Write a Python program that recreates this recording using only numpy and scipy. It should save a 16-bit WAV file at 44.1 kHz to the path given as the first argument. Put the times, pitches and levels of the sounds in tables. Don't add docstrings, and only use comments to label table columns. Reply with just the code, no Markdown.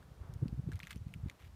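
import sys
import numpy as np
from scipy import signal
from scipy.fft import rfft, irfft
from scipy.io import wavfile
from scipy.ndimage import uniform_filter1d, map_coordinates

SR = 44100
rng = np.random.default_rng(int(sys.argv[2]) if len(sys.argv) > 2 else 0)


def natural_amplitude(level_db):
    exponent = np.asarray(level_db, float) / 20
    return 10 ** exponent


def to_wav(s):
    ch = np.atleast_2d(s).T
    pcm = np.round(np.clip(ch, -1, 1) * 32767)
    wavfile.write(sys.argv[1], SR, pcm.astype(np.int16))


N = 68355


def unit(x):
    return x / np.sqrt(np.mean(x ** 2))


def colour(x, points):
    hz, db = np.array(points, float).T
    f_hz = np.maximum(np.arange(N // 2 + 1) * SR / N, 1)
    gain_db = np.interp(np.log(f_hz), np.log(hz), db)
    return irfft(rfft(x) * natural_amplitude(gain_db), N)


def coloured_noise(points):
    return unit(colour(rng.standard_normal(N), points))


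def curve(rows):
    s, db = np.array(rows, float).T
    return natural_amplitude(np.interp(np.arange(N) / SR, s, db))


def walk(rate_hz):
    hold = int(SR / rate_hz)
    steps = np.repeat(rng.standard_normal(N // hold + 1), hold)
    smooth = uniform_filter1d(uniform_filter1d(steps, hold), hold)
    return 0.75 * smooth[:N]


def bump(t, rise, fall):
    return np.exp(-.5 * (t / np.where(t < 0, rise, fall)) ** 2)


# (centre [s], bell peak [dB], pitch [Hz], full width at half height [ms],
#               edge rms re bell peak [dB])
PUFFS = [(0.086, -50.5, 146, 10.5, -25), (0.1181, -43.5, 112.0, 7.7, -20), (0.177, -52, 95, 8.5, -36),
         (0.214, -36.5, 75, 13.2, -33), (0.2535, -43.5, 77, 8.5, -26), (0.2983, -35, 93.0, 7.2, -35),
         (0.3224, -46, 82, 7.6, -26), (0.336, -39.5, 78, 9.7, -26), (0.3634, -33.5, 98, 7.6, -25),
         (0.3913, -60, 77.4, 8.9, -11), (0.42, -46, 89, 10, -7), (0.431, -24.5, 126.7, 13.3, -15),
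         (0.46, -35, 169, 11.4, -8.5), (0.4856, -41, 126, 17, -13.5), (0.494, -39.5, 172, 5, -26),
         (0.528, -31.0, 127, 5.8, -19), (0.542, -39, 91, 12, -21.5), (0.582, -34.5, 108.3, 8, -23),
         (0.5959, -28.5, 125, 10.4, -24.5), (0.6412, -34.5, 108, 4.2, -19), (0.67, -39, 162, 12.8, -19),
         (0.6771, -29.5, 130.0, 10.4, -29), (0.69, -42.5, 260, 4.5, 3), (0.6991, -38.5, 131, 18.6, -20.5),
         (0.73, -37.5, 100, 10.4, -18), (0.7535, -32.5, 94.3, 20, -40), (0.8393, -45, 155, 13, -42),
         (0.9474, -45.5, 74, 11.6, -14.5), (0.9649, -32.5, 127, 5.4, -15.5), (0.9914, -45.0, 104, 7.6, -33),
         (1.0182, -37.0, 93, 13.4, -35), (1.0681, -34, 118, 7.4, -24.5), (1.089, -47, 121, 4, -19),
         (1.113, -51, 127, 14, -27), (1.162, -36.5, 116, 6.4, -21.0), (1.174, -43, 142, 10, -19),
         (1.2005, -44, 111.0, 6.3, -24), (1.239, -30, 103, 8.4, -31), (1.261, -28.5, 111, 5, -18.5),
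         (1.276, -36.5, 84, 13.7, -26), (1.41, -49, 90, 7.8, -26), (1.441, -47.5, 75, 16.7, -36),
         (1.466, -44, 93.0, 8.4, -23.5), (1.4981, -48.0, 69.0, 29, -24.5)]
# (frequency [Hz], gain [dB])
EDGE_COLOUR = [(150, -39), (230, 4), (400, -9.5), (600, -24.5), (1200, -86)]


def puffs():
    t, out = np.arange(N) / SR, 0
    edge = coloured_noise(EDGE_COLOUR)
    phases = rng.random(len(PUFFS))
    for (centre_s, db, hz, width_ms, edge_db), phase in zip(PUFFS, phases):
        u = t - centre_s
        bell = np.exp(-np.log(16) * (u * 1000 / width_ms) ** 2)
        tone = np.cos(2 * np.pi * (hz * u + phase))
        out = out + natural_amplitude(db) * bell * (tone + natural_amplitude(edge_db) * edge)
    return out


# (time [s], level [dB])
RUMBLE = [(0, -55.5), (.1, -63), (.14, -60.5), (.19, -58.5), (.4, -48.5), (.47, -45.5), (.6, -54),
          (.74, -48), (.79, -55.5), (.87, -58), (.93, -54), (1.13, -52), (1.2, -50.5), (1.29, -58.5),
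          (1.33, -63.5), (1.38, -72), (1.42, -64), (1.55, -56.5)]
# (frequency [Hz], gain [dB])
RUMBLE_COLOUR = [(12, -38), (30, -15), (60, 9), (100, -3), (150, -2.5), (210, -9), (300, -32.5),
                 (450, -60.5)]


def rumble():
    swing_db = 1.6 * walk(18.7)
    return coloured_noise(RUMBLE_COLOUR) * curve(RUMBLE) * natural_amplitude(swing_db)


# (centre [s], first ring peak [dB], first ring pitch [Hz], first ring fall sigma [ms],
#             second ring re first [dB], snap noise re first ring [dB])
POPS = [(0.0276, -54.5, 1540, 0.81, -20, -14), (0.339, -62.5, 3950, 0.17, -1, 10.5),
        (0.4823, -49.5, 2670, 0.19, -1, -12.5), (.6915, -67, 2320, .8, -10, 1),
        (0.7186, -47, 1640, 1.9, -14, -6), (.7250, -47, 1580, 1.5, -14, -11),
        (.7337, -53, 2180, 1.1, -3, -5), (.7572, -57, 2320, 0.47, -6, 1),
        (.7927, -49.5, 990, 0.81, -16, -3), (0.8024, -38, 2057, 0.45, -7.5, -20),
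        (.8325, -36.5, 2420, 0.45, -12.5, -17), (0.841, -50.5, 3020, 0.65, -10, -11),
        (0.8505, -52, 2510, 1.2, -12, -15), (.8713, -40, 1920, 0.51, -14, -11),
        (.8989, -63, 2120, .9, -8, -16), (0.9078, -39, 2010, 0.54, -1, -8.5),
        (0.917, -48, 2200, 0.41, -8, -5), (0.9194, -53, 1610, 1.9, -10, -16),
        (0.929, -51, 2070, 0.94, -19, -18), (0.932, -59, 2280, .7, -13, -17),
        (0.9592, -55.5, 2400, 0.32, -6, -0.5), (.9715, -64.5, 3070, .6, -10, 5.5),
        (.978, -61, 5930, 1.5, -20, -18), (1.0834, -66, 2400, 0.53, 4, -1),
        (1.0900, -66, 2000, .9, -10, -17), (1.1397, -39, 2500, 0.32, -13, -10.5),
        (1.2854, -58.5, 2310, .8, -2, -5), (1.2986, -41, 2165, 0.85, -2.5, -8.5),
        (1.3139, -55, 1600, 0.49, -12, -11), (1.406, -64, 2040, 1.6, -13, -20)]
# (frequency [Hz], gain [dB])
SNAP_COLOUR = [(2500, -5.5), (4000, 0), (7000, -3), (11000, -6.5), (15000, -10.5), (16000, -54)]


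def pops():
    rise_ms, overtone_fall_ms, snap_rise_ms, snap_fall_ms = .4, 0.27, 0.33, 0.66
    overtone_ratio = 1.7
    tail_db, tail_ms = -19, 4
    t, out = np.arange(N) / SR, 0
    snap_noise = coloured_noise(SNAP_COLOUR)
    splinters = coloured_noise(CRACKLE_COLOUR)
    phases = rng.random((len(POPS), 2))
    for (centre_s, db, hz, fall_ms, second_db, snap_db), (p, q) in zip(POPS, phases):
        u = t - centre_s
        u_ms = u * 1000
        first = np.cos(2 * np.pi * (hz * u + p)) * bump(u_ms, rise_ms, fall_ms)
        second = np.cos(2 * np.pi * (overtone_ratio * hz * u + q)) * bump(u_ms, rise_ms, overtone_fall_ms)
        tail = (u > 0) * np.exp(-np.abs(u_ms) / tail_ms) * splinters
        snap = snap_noise * bump(u_ms, snap_rise_ms, snap_fall_ms)
        out = out + natural_amplitude(db) * (first + natural_amplitude(second_db) * second + natural_amplitude(tail_db) * tail + natural_amplitude(snap_db) * snap)
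    return out


# (start [s], length [s], level [dB])
SPELLS = [(.0, 0.037, -76.5), (.69, 0.059, -76.5), (0.723, 0.02, -65), (0.747, .03, -66.5),
          (0.79, 0.026, -64.5), (0.825, 0.043, -65), (0.871, 0.014, -63), (0.894, 0.021, -61),
          (0.908, 0.0088, -53), (0.922, 0.012, -56.5), (0.934, 0.036, -72.5), (1.076, 0.019, -74),
          (1.135, 0.013, -70), (1.258, 0.067, -74), (1.392, 0.091, -68.5)]
# (frequency [Hz], gain [dB])
CRACKLE_COLOUR = [(600, -24.5), (1200, -4), (2100, -2), (3200, -6), (5000, -15), (9000, -21.5),
                  (15000, -19), (16000, -64)]


def crackle():
    grains_per_s, spread_db, fade_s = 2500, 2, .005
    t = np.arange(N) / SR
    size_db = spread_db * np.minimum(rng.exponential(size=N), 4)
    clicks = (rng.random(N) < grains_per_s / SR) * natural_amplitude(size_db)
    grains = uniform_filter1d(clicks, size=30) * rng.standard_normal(N)
    spells = 0
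    for start_s, length_s, db in SPELLS:
        inside_s = np.minimum(t - start_s, start_s + length_s - t)
        spells = spells + natural_amplitude(db) * np.clip(inside_s / fade_s + .5, 0, 1)
    return unit(colour(grains, CRACKLE_COLOUR)) * spells


def ground_echo(wood):
    delay_s, echo_db = .0043, -13
    return natural_amplitude(echo_db) * map_coordinates(wood, [np.arange(N) - delay_s * SR], mode="constant")


# (time [s], level [dB])
ROAR = [(0, -67), (.08, -66.5), (.15, -68), (.24, -63.5), (.4, -66.5), (.55, -67.5), (.64, -67.5),
        (.8, -68), (.95, -69.5), (1.1, -69), (1.25, -66.5), (1.35, -68.5), (1.55, -70)]
# (frequency [Hz], gain [dB])
ROAR_COLOUR = [(150, -19), (260, 1.5), (400, -1), (700, -3), (1100, -5.5), (1600, -10), (2200, -18),
               (4000, -48)]


def roar():
    swing_db = 1.64 * walk(25.2)
    return coloured_noise(ROAR_COLOUR) * curve(ROAR) * natural_amplitude(swing_db)


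# (frequency [Hz], gain [dB])
HISS_COLOUR = [(800, -20), (1500, -2), (2660, -1), (3500, -2), (8000, -8), (15000, -12), (16000, -24)]


def hiss():
    hiss_rms_db = -74.5
    return coloured_noise(HISS_COLOUR) * natural_amplitude(hiss_rms_db)


def scene():
    wood = pops() + crackle()
    flames = puffs() + rumble()
    return (flames + wood + ground_echo(wood) + roar() + hiss())[None]


def top_cut(x):
    return signal.sosfilt(signal.butter(12, 16030, fs=SR, output="sos"), x)


def record(dry):
    mic_low_hz = 33.4
    high_pass = signal.butter(2, mic_low_hz, "high", fs=SR, output="sos")
    thin = signal.sosfilt(high_pass, dry)
    return top_cut(thin)


dry = scene()
out = record(dry)
to_wav(out)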